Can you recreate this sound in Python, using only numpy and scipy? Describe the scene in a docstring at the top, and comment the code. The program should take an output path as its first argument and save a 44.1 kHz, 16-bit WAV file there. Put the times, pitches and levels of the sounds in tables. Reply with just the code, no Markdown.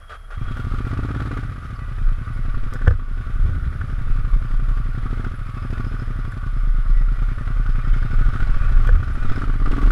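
"""A two-cylinder motorcycle is cranked, catches, idles, clunks into gear and revs to pull away on a trail.
Its engine is uneven pairs of pulses ringing pipes and silencer, with bursts of noise as valve clatter.
Decaying modes make the knocks; a wandering low tone and low noise make the shudder of the helmet camera's mount.
Falling sine chips are a few small birds; a thin whine and hiss come from the electronics."""
import sys
import numpy as np
from scipy import signal
from scipy.fft import rfft, irfft, next_fast_len
from scipy.io import wavfile
from scipy.ndimage import uniform_filter1d, minimum_filter1d, map_coordinates

SR = 44100
rng = np.random.default_rng(int(sys.argv[2]) if len(sys.argv) > 2 else 0)


def convert_level_to_amplitude(level_db):
    """Map a level in decibels to its linear amplitude factor."""
    exponent = np.asarray(level_db, float) / 20
    return 10 ** exponent


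def file_out(sig):
    """Save sig as 16-bit WAV at sys.argv[1]."""
    # one column per channel
    cols = np.atleast_2d(sig).T
    # limit, then scale
    lim = np.clip(cols, -1, 1)
    pcm = np.round(lim * 32767).astype(np.int16)
    wavfile.write(sys.argv[1], SR, pcm)


N = 437031
T = np.arange(N) / SR

# Bird chips. Each row: start in seconds, start pitch in Hz, end pitch in Hz, length in seconds, level in dB.
BIRD_CHIPS = [(2.32, 10650, 9700, 0.047, -62.5), (5.343, 10930, 9700, 0.035, -59.5),
              (6.301, 8140, 7000, .04, -65.5), (9.12, 10650, 9700, 0.046, -59)]
# Electronic whine. Each row: pitch in Hz, rms level in dB.
WHINE_TONES = [(10643, -73), (10691, -80), (10741, -91), (10837, -93), (13187, -92)]
# Colour of the electronic hiss. Each row: frequency in Hz, relative density in dB per Hz.
HISS_COLOUR = [(2940, -46), (5000, -13), (6800, -22), (10200, -14), (10300, -15), (11000, -14.5),
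               (11300, -18), (12600, -25.5), (13200, -18), (13600, -23), (15500, -47), (16500, -120)]

# Shudder of the camera mount. Each row: time in seconds, level in dB, central pitch in Hz.
MOUNT_SHUDDER = [(0.0, -39, 26.9), (0.22, -38, 33.3), (0.52, -21, 31.7), (0.63, -33, 34.2),
                 (0.75, -24, 30.1), (1.07, -32, 30.3), (1.19, -39, 34.2), (1.35, -29, 34.5),
                 (1.63, -36, 31.1), (1.76, -35, 36.9), (1.87, -30, 34.6), (1.99, -24, 28.3),
                 (2.07, -16, 27.6), (2.21, -28, 27.6), (2.45, -20, 27.5), (2.56, -22, 28.8),
                 (2.76, -29, 27.3), (2.87, -16, 27.6), (3.25, -23, 27.7), (3.42, -15, 26.2),
                 (3.5, -23, 26.2), (3.81, -26, 27.7), (4.06, -24, 27.5), (4.11, -14, 26.5),
                 (4.3, -21, 26.2), (4.36, -9, 27.2), (4.47, -28, 28.8), (4.53, -17, 28.9), (5.6, -29, 29.0),
                 (5.71, -29, 30.6), (6.07, -24, 28.5), (6.29, -27, 32.1), (6.65, -16, 30.1),
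                 (6.85, -18, 30.4), (6.93, -13, 32.9), (7.06, -13, 33.0), (7.17, -17, 30.3),
                 (7.31, -22, 30.1), (7.48, -23, 31.8), (7.73, -12, 30.0), (7.84, -24, 27.0),
                 (7.92, -11, 26.2), (8.09, -24, 27.6), (8.17, -9, 27.6), (8.28, -16, 27.5),
                 (8.34, -30, 28.4), (8.42, -20, 32.0), (8.58, -14, 28.9), (8.83, -10, 28.9),
                 (8.94, -9, 30.2), (9.05, -27, 30.3), (9.14, -20, 30.2), (9.24, -18, 26.2),
                 (9.36, -26, 27.4), (9.44, -11, 27.6), (9.58, -22, 27.5), (9.69, -10, 27.8),
                 (9.8, -23, 31.9), (9.85, -11, 33.1), (9.91, -16, 32.9)]
# Sudden head movements. Each row: middle in seconds, level in dB, length in seconds.
HEAD_NODS = [(2.632, -18.5, 0.17), (4.102, -19, 0.17), (5.4, -37.5, .2), (8.506, -17, .3), (9.3, -13, .15)]
# Jolts that set the bracket humming. Each row: start in seconds, level in dB, seconds to fade 20 dB.
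BRACKET_JOLTS = [(.42, -33, 1), (1.45, -35, 2), (2.9, -33.5, 2.2), (3.421, -21.5, 0.7), (3.6, -48, 0.5),
                 (8.6, -25, 1), (8.78, -22.5, 0.13), (8.901, -23, 0.4)]

# Small parts that ping once. Each row: start in seconds, pitch in Hz, level in dB.
PART_PINGS = [(1.755, 5050, -52), (1.762, 4550, -52), (1.79, 4400, -52), (2.245, 3650, -50),
              (2.25, 4600, -54), (2.35, 5050, -54), (7.85, 3100, -46), (7.88, 3300, -49), (7.93, 3050, -42),
              (8.02, 3150, -46), (8.47, 4000, -46)]
# Gear clunks and case taps. Each row: start in seconds, overall level in dB, then thud, hollow, ping
# and click in dB relative to that level.
KNOCK_EVENTS = [(2.737, -31.5, 8, 1, -25, -10), (2.7445, -31.5, 8, 4, -25, -16),
                (2.7546, -19.5, -8, -27, -30, -37), (2.79, -24, -8, -20, -28, -45),
                (2.818, -21, -8, -20, -26, -40), (2.862, -21, -10, -12, -30, -50),
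                (2.8707, -10, -4.5, -9, -32, -55), (2.8764, -5, 16, -8, -34, -42),
                (2.908, -15, 10, -4, -26, -41), (2.921, -24, -8, -6, -22, -42),
                (2.934, -27, -8, -10, -22, -50), (3.8113, -19, -7, -32, -32, -42),
                (6.32, -20, 2, -36.5, -32, -36), (8.8725, -18, -2, -24.5, -9, -26),
                (8.8893, -10, 4, -8.5, -27, -48)]
# Mode groups a knock can ring, from deep to thin. Each row: pitch in Hz, relative level in dB,
# time to fall 60 dB in seconds.
THUD_MODES = [(70, -8, 0.13), (91, -12, 0.27)]
HOLLOW_MODES = [(495, 5, 0.052), (561, 1, 0.038), (655, -6, 0.025)]
SHELL_MODES = [(787, -21.5, 0.079), (1165, -0.5, 0.019), (1510, 4, 0.024), (1714, -3, 0.031)]
PING_MODES = [(3270, 0.5, 0.018), (2400, -5, 0.025)]
TICK_MODES = [(4970, 3, 0.013)]

# Starter strokes before the engine catches. Each row: start in seconds, length in seconds, level in dB.
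STARTER_STROKES = [(0.093, 0.059, -38), (0.303, 0.049, -41.5)]
# Starter gear whine. Each row: time in seconds, level in dB.
GEAR_WHIRR = [(0, -64), (.12, -57), (.25, -66), (.46, -55), (.56, -56), (.7, -66)]

# Crankshaft speed. Each row: time in seconds, speed in rpm.
CRANK_RPM = [(0.38, 1001.5), (0.5, 1326.1), (0.72, 1759.9), (1.0, 2031.0), (1.23, 2202.0), (1.38, 2000.3),
             (1.6, 1763.8), (1.8, 1282.8), (2.0, 1175.3), (2.15, 1189.8), (2.25, 1366.4), (2.59, 1309.6),
             (2.93, 1357.5), (3.44, 1241.6), (3.61, 1387.5), (4.3, 1373.0), (4.97, 1360.6), (5.14, 1795.6),
             (5.4, 1586.3), (5.65, 1464.5), (5.82, 1787.9), (5.99, 1479.2), (6.3, 1337.1), (6.67, 1082.6),
             (7.01, 1064.1), (7.35, 1288.1), (7.69, 1279.7), (8.03, 1379.2), (8.37, 1764.7), (8.71, 1554.9),
             (8.95, 1550.9), (9.22, 1622.1), (9.39, 2056.0), (9.56, 1930.9), (9.7, 2162.3), (9.91, 2832.8)]
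# Engine levels. Each row: time in seconds, exhaust bark in dB as the throttle opens and shuts, clatter in dB.
ENGINE_LEVELS = [(.38, -51.5, -44.5), (.47, -43, -40), (.75, -37.5, -38.5), (1.0, -33.5, -38),
                 (1.38, -36, -37), (1.46, -47, -42), (2.0, -52.5, -43.5), (2.75, -43, -42),
                 (3.6, -49.5, -43), (4.9, -47, -42.5), (5.09, -38.5, -40.5), (5.25, -36, -40),
                 (5.41, -54, -43.5), (5.73, -36.5, -40), (6.1, -43.5, -42), (6.9, -51, -43.5),
                 (7.35, -44.5, -41), (7.7, -46.5, -40.5), (8.0, -44, -38.5), (8.4, -39.5, -36),
                 (8.6, -49, -37), (9.09, -43, -38.5), (9.41, -33, -35), (9.57, -41.5, -39.5),
                 (9.73, -29, -34), (9.91, -32.5, -33.5)]
# Exhaust balance. Each row: time in seconds, second cylinder's front over the first's in dB, thump level in dB.
BEAT_BALANCE = [(.38, 2, -30), (.8, 7, -26), (1.0, 7, -24), (1.2, 1, -24.5), (1.33, -6, -26), (1.5, 0, -30),
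                (1.65, 0, -33), (1.9, -6, -32), (2.3, -2, -29.5), (2.7, -3, -31), (3.2, -6, -32.5),
                (3.7, -4, -30), (4.2, -3, -29.5), (4.6, -6, -29), (4.85, -3, -29), (5.05, 6, -27.5),
                (5.3, 3, -29.5), (5.45, 2, -32), (5.7, 6, -26.5), (5.95, 4, -28), (6.2, 6, -29),
                (6.8, 4, -31), (7.1, 6, -30), (7.4, 3, -28.5), (7.7, 4, -28), (8.2, 5, -25),
                (8.4, 5, -25.5), (8.62, 5, -29), (8.85, 5, -29), (9.1, 4, -30), (9.3, 4, -26.5),
                (9.5, 1, -28), (9.66, 3, -26.5), (9.91, 0, -27)]
# Cylinders. Each row: place in the two-turn cycle from 0 to 1, relative thump in dB, relative bark in dB,
# relative clack in dB, side of the balance.
CYLINDER_PAIR = [(0, -1, -2.5, 0, -.5), (.355, 0, 0, -3.5, .5)]
# Exhaust pipe, one list for each cylinder. Each row: resonance in Hz, width in Hz, relative level in dB.
EXHAUST_PIPES = [
    [(85, 17, 2), (58, 16, -4)],
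    [(116, 16, 3), (60, 25, -10), (136, 22, -9)],
]
# Silencer path, one list for each cylinder. Each row: resonance in Hz, width in Hz, relative level in dB.
SILENCER_PATHS = [
    [(241, 20, 9), (170, 50, -6)],
    [(236, 36, 5.5), (185, 55, 0)],
]
# Short, broad tail pipe that shapes the front. Each row: resonance in Hz, width in Hz, relative level in dB.
TAIL_PIPE = [(420, 170, 1.5), (650, 400, -8)]
# Side chamber that swallows one band. Each row: resonance in Hz, width in Hz, dB taken where 0 takes all.
SIDE_CHAMBER = [(297, 60, -3.5)]
# Covers and brackets that ring with the clatter. Each row: resonance in Hz, width in Hz, relative level in dB.
RATTLING_PARTS = [(1150, 45, 3), (1270, 50, 0), (1400, 40, 0), (1475, 30, 3.5), (1790, 40, -9),
                  (1953, 30, -6.5), (2160, 60, -12), (2415, 22, -11), (2570, 22, -14), (2900, 30, -20),
                  (3300, 70, -22), (3625, 32, -17), (3900, 70, -25), (5090, 200, -27)]
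# Clatter as heard through the camera case. Each row: frequency in Hz, relative density in dB per Hz.
CASE_COLOUR = [(260, -24), (450, -9), (740, -10.5), (905, -14.5), (1040, -14.5), (1160, 0), (1420, 0),
               (1780, -11), (1950, -12.5), (2120, -22), (3000, -27.5), (3900, -60), (6600, -120)]
# Colour of the mechanical treble. Each row: frequency in Hz, relative density in dB per Hz.
TREBLE_COLOUR = [(1290, -8.5), (2200, 1.5), (2780, -5), (3210, -3), (3750, -7.5), (4710, -11.5),
                 (5150, -13.5), (6730, -19), (9130, -22.5), (10400, -23), (13500, -41), (22000, -120)]


def unit(x):
    """Scale to rms 1."""
    return x / np.sqrt(np.mean(x ** 2) + 1e-20)


def curves(rows):
    """One value per sample for each column after the time."""
    s, *columns = np.transpose(rows)
    return [np.interp(T, s, column) for column in columns]


def wobble(rate):
    """A smooth random curve, rate knots a second."""
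    return map_coordinates(rng.standard_normal(int(N * rate / SR) + 4), [T * rate])


def noise():
    """White noise."""
    return rng.standard_normal(N)


def spikes(at, db):
    """One sample of the given size at each time."""
    return np.bincount(np.clip((at * SR).astype(int), 0, N - 1), convert_level_to_amplitude(db), N)


def filtered(x, response):
    """x times a complex response of frequency."""
    m = next_fast_len(N + SR // 2)
    return irfft(rfft(x, m) * response(np.fft.rfftfreq(m, 1 / SR)), m)[:N]


def coloured(x, spectrum):
    """x through (Hz, dB) points, brought to rms 1."""
    hz, db = np.transpose(spectrum)
    return unit(filtered(x, lambda f: convert_level_to_amplitude(np.interp(np.log(f + 1), np.log(hz + 1), db))))


def resonant(x, peaks, turn=-1):
    """x through causal resonances, of alternating sign unless turn is 1."""
    def response(f):
        total = 0
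        for k, (hz, width, db) in enumerate(peaks):
            total = total + turn ** k * convert_level_to_amplitude(db) * 1j * f * width / (hz * hz - f * f + 1j * f * width)
        return total
    return filtered(x, response)


def steady(x, span):
    """x with its slow level, averaged over span seconds, divided out."""
    return x / np.sqrt(np.abs(uniform_filter1d(x ** 2, int(span * SR))) + 1e-9)


def electronics():
    """Steady sine whines over a bed of coloured hiss."""
    whine = sum(np.sqrt(2) * convert_level_to_amplitude(db) * np.sin(2 * np.pi * hz * T) for hz, db in WHINE_TONES)
    return whine + convert_level_to_amplitude(-70.0) * coloured(noise(), HISS_COLOUR)


def birds():
    """Short sine chips that fall in pitch and swell and fade as half a sine."""
    out = np.zeros(N)
    for s, start_hz, end_hz, length, db in BIRD_CHIPS:
        u = np.clip((T - s) / length, 0, 1)
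        turns = length * (start_hz * u + (end_hz - start_hz) * u ** 2 / 2)
        out += convert_level_to_amplitude(db) * np.sin(np.pi * u) * np.sin(2 * np.pi * turns)
    return out


def mount():
    """The camera shudders on its arm, the head sways, and a bracket hums on after each jolt."""
    shudder_db, hz = curves(MOUNT_SHUDDER)
    swing = np.sqrt(2) * np.sin(2 * np.pi * np.cumsum(hz + 2.0 * wobble(12)) / SR)
    shake = coloured(noise(), [(12, -30), (20, 0), (30, 6.5), (42, 7), (55, -15), (90, -80), (300, -150)])
    shudder = unit(convert_level_to_amplitude(1.7 * wobble(9)) * swing + 0.45 * shake)

    sway_colour = [(2, -48.0), (6, 5.0), (15, 13.5), (22, -8.0), (40, -69.0), (120, -150)]
    sway = steady(coloured(noise(), sway_colour), span=0.16)
    nods = sum(convert_level_to_amplitude(db) * np.exp(-(2 * (T - s) / length) ** 2) for s, db, length in HEAD_NODS)
    sway_level = convert_level_to_amplitude(shudder_db - 13.5 + 4.7 * wobble(9.9)) + nods

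    bracket = [(66.0, 42, 0)]
    hum = steady(resonant(resonant(noise(), bracket), bracket), span=0.18)
    hum_level = convert_level_to_amplitude(-45)
    for s, db, fade in BRACKET_JOLTS:
        onset = np.clip((T - s) / 0.011, 0, 1)
        hum_level = hum_level + convert_level_to_amplitude(db - 20 * np.clip(T - s, 0, 9) / fade) * onset
    return convert_level_to_amplitude(shudder_db + 0.2) * shudder + sway_level * sway + hum_level * hum


def pings():
    """Each small part rings briefly on one note, falling 60 dB in 0.05 s."""
    out, t = np.zeros(N + SR), T[:SR // 5]
    for s, hz, db in PART_PINGS:
        onset = 1 - np.exp(-t / .001)
        out[round(s * SR):][:len(t)] += convert_level_to_amplitude(db - 60 * t / .05) * np.sin(2 * np.pi * hz * t) * onset
    return out[:N]


def knocks():
    """Gear clunks and taps on the case: groups of modes with a soft onset, a crack and a thin click."""
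    out, t = np.zeros(N + SR), T[:SR // 3]

    def ring(modes):
        return sum(convert_level_to_amplitude(db - 60 * t / t60) * np.sin(2 * np.pi * hz * t) for hz, db, t60 in modes)

    soft_onset = (1 - np.exp(-t / 0.0012)) ** 2
    for s, db, thud_db, hollow_db, ping_db, click_db in KNOCK_EVENTS:
        grit = rng.standard_normal(len(t) + 1)
        crack = uniform_filter1d(grit[1:], size=14) * convert_level_to_amplitude(-13.5 - 60 * t / 0.018)
        click = np.diff(grit) * convert_level_to_amplitude(click_db + 13.5 - 60 * t / 0.011)  # differencing thins the noise
        click = click + convert_level_to_amplitude(click_db - 4) * ring(TICK_MODES)
        blow = convert_level_to_amplitude(thud_db - 5) * ring(THUD_MODES) + convert_level_to_amplitude(hollow_db - 6.5) * ring(HOLLOW_MODES)
        blow = blow + convert_level_to_amplitude(-5.5) * ring(SHELL_MODES) + convert_level_to_amplitude(ping_db) * ring(PING_MODES) + crack
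        out[round(s * SR):][:len(t)] += convert_level_to_amplitude(db) * (blow * soft_onset + click)
    return filtered(out[:N], lambda f: 1 / (1 + (f / 8000) ** 4))


def starter():
    """The motor rasps over each compression; its gear whines unevenly until it lets go."""
    strokes = 0
    for s, length, db in STARTER_STROKES:
        onset = np.clip((T - s) / 0.0025, 0, 1)
        sag = convert_level_to_amplitude(-60 * np.clip(T - s, 0, 1))
        release = np.clip((s + length - T) / 0.024 + 1, 0, 1)
        strokes = strokes + convert_level_to_amplitude(db) * onset * sag * release
    rasp = coloured(convert_level_to_amplitude(1.5 * wobble(90)) * noise(), CASE_COLOUR)
    rasp = rasp + convert_level_to_amplitude(-12) * coloured(noise(), TREBLE_COLOUR)

    gear_tone = [(3270, 60, 0)]
    gear = unit(resonant(resonant(noise(), gear_tone), gear_tone))
    whirr_db, = curves(GEAR_WHIRR)
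    let_go = np.clip((.75 - T) / .1, 0, 1)
    return (strokes + convert_level_to_amplitude(-52)) * rasp * (T < .385) + convert_level_to_amplitude(whirr_db) * gear * let_go


def heated(x, peaks):
    """x through exhaust resonances that climb as the revs rise and the gas gets hotter."""
    cool_rpm, hot_rpm, rise = 1650, 2150, 1.13
    hot = np.clip((curves(CRANK_RPM)[0] - cool_rpm) / (hot_rpm - cool_rpm), 0, 1)
    raised = [(hz * rise, width * rise, db) for hz, width, db in peaks]
    return resonant(x * (1 - hot), peaks, turn=1) + resonant(x * hot, raised, turn=1)


def firings():
    """Each cylinder fires once in two turns: a suck of gas rings its own pipe, its steep front barks, valves clack."""
    rpm, = curves(CRANK_RPM)
    lead_db = curves(BEAT_BALANCE)[0]
    cycles = np.cumsum(rpm * (T >= CRANK_RPM[0][0])) / (120 * SR)  # two turns each
    thump, barks, fronts, clacks = 0, 0, 0, 0

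    def puff(f):
        return 1 / (1 + 1j * f / 150) ** 2  # the gas leaves over a few ms

    for order, (place, thump_db, bark_db, clack_db, side) in enumerate(CYLINDER_PAIR):
        at = np.interp(np.arange(int(cycles[-1] - place) + 1) + place, cycles, T)
        luck = rng.standard_normal((len(at), 5))  # no two beats alike
        at = at - .002 + .00012 * luck[:, 3]
        lean_db = side * np.interp(at, T, lead_db)
        suck = spikes(at - .0053, thump_db + .9 * luck[:, 0])
        thump = thump - resonant(filtered(suck, puff), EXHAUST_PIPES[order], turn=1)
        bark = spikes(at - .0041, bark_db + .8 * lean_db + .8 * luck[:, 1])
        barks = barks - heated(bark, SILENCER_PATHS[order])
        fronts = fronts + spikes(at - .0041, lean_db + .8 * luck[:, 1] + .9 * luck[:, 4])
        clacks = clacks + spikes(at + .0006, clack_db + .4 * lean_db + 1.9 * luck[:, 2])
    return thump, barks, fronts, clacks


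def exhaust(thump, barks, fronts):
    """Beats ring the pipes and silencer, the tail pipe shapes their fronts, a side chamber takes out a band."""
    bark_db, _ = curves(ENGINE_LEVELS)
    thump_db = curves(BEAT_BALANCE)[1]
    front_db = -52.5 + 0.95 * (bark_db + 46)  # the front swings a little less than the bark

    def soft(f):
        return 1 / (1 + 1j * f / 1200) ** 2  # the silencer rounds the front

    breath = resonant(.004 * noise(), SILENCER_PATHS[0], turn=1)
    bark = steady(filtered(barks, soft) + breath, span=.3)
    front = steady(resonant(filtered(fronts, soft), TAIL_PIPE), span=.3)
    low = convert_level_to_amplitude(thump_db) * steady(thump, span=.3) + convert_level_to_amplitude(bark_db + 1.5) * bark + convert_level_to_amplitude(front_db) * front
    return low - heated(low, SIDE_CHAMBER)


def valve_clatter(clacks):
    """Each beat sets off a burst of valve and intake noise and strikes covers and brackets that ring."""
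    bark_db, clatter_db = curves(ENGINE_LEVELS)
    rpm, = curves(CRANK_RPM)
    treble_db = -54.3 + 0.91 * (clatter_db + 42) + .7 * np.log2(rpm / 1400)  # treble also grows with revs
    load = convert_level_to_amplitude(.4 * (bark_db + 43))  # an open throttle sharpens the bursts
    decay = signal.lfilter([1], [1, -np.exp(-1 / (0.0061 * SR))], clacks * load)
    gate = (.75 + 1.7 * decay) * convert_level_to_amplitude(1.5 * wobble(60))  # loose parts rattle between the beats

    struck = 26 * clacks * load  # each beat also strikes the covers directly
    shaken = struck + (decay + 1.3) * noise()
    ringing = 0
    for k, part in enumerate(RATTLING_PARTS):
        come_and_go = convert_level_to_amplitude(2.5 * wobble(3) + 3 * wobble(17))
        ringing = ringing + (-1) ** k * come_and_go * resonant(shaken, [part])

    clatter = steady(coloured(gate * noise(), CASE_COLOUR) + 0.85 * unit(ringing), span=0.31)
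    sizzle_bursts = (0.96 + 1.02 * decay) * convert_level_to_amplitude(1.4 * wobble(90)) * noise()
    sizzle = steady(coloured(sizzle_bursts, TREBLE_COLOUR), span=0.33)
    return convert_level_to_amplitude(clatter_db) * clatter + convert_level_to_amplitude(treble_db) * sizzle


def engine():
    """The uneven firing pulses drive exhaust and clatter together from the moment the engine catches."""
    thump, barks, fronts, clacks = firings()
    running = np.clip((T - .372) / 0.0056, 0, 1)
    return running * (exhaust(thump, barks, fronts) + valve_clatter(clacks))


def scene():
    """All the sources in front of the camera, and its mount, as one channel."""
    return (birds() + mount() + pings() + knocks() + starter() + engine())[None]


def gain_control(x):
    """Peaks above -2.5 dB pull the gain down; it is held for 0.2 s and moves with an 80 ms lag."""
    over_db = np.clip(20 * np.log10(np.abs(x) + 1e-9) + 2.5, 0, 2.4)
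    held_db = -minimum_filter1d(-over_db, int(.2 * SR), origin=int(.1 * SR) - 2)  # looks back only
    duck_db = signal.lfilter([1 / (.08 * SR)], [1, 1 / (.08 * SR) - 1], held_db)
    return x * convert_level_to_amplitude(-2.2 * duck_db)


def band_limit(x):
    """A steep low-pass at the top of the band."""
    return signal.sosfilt(signal.butter(12, 15690, fs=SR, output="sos"), x)


def record(dry):
    """Electronics add hiss and whine; gain control ducks after the highest peaks; what is left over clips."""
    mix = gain_control(dry[0] + electronics())
    return band_limit(np.clip(mix, -1, 1)[None])


dry = scene()
out = record(dry)
file_out(out)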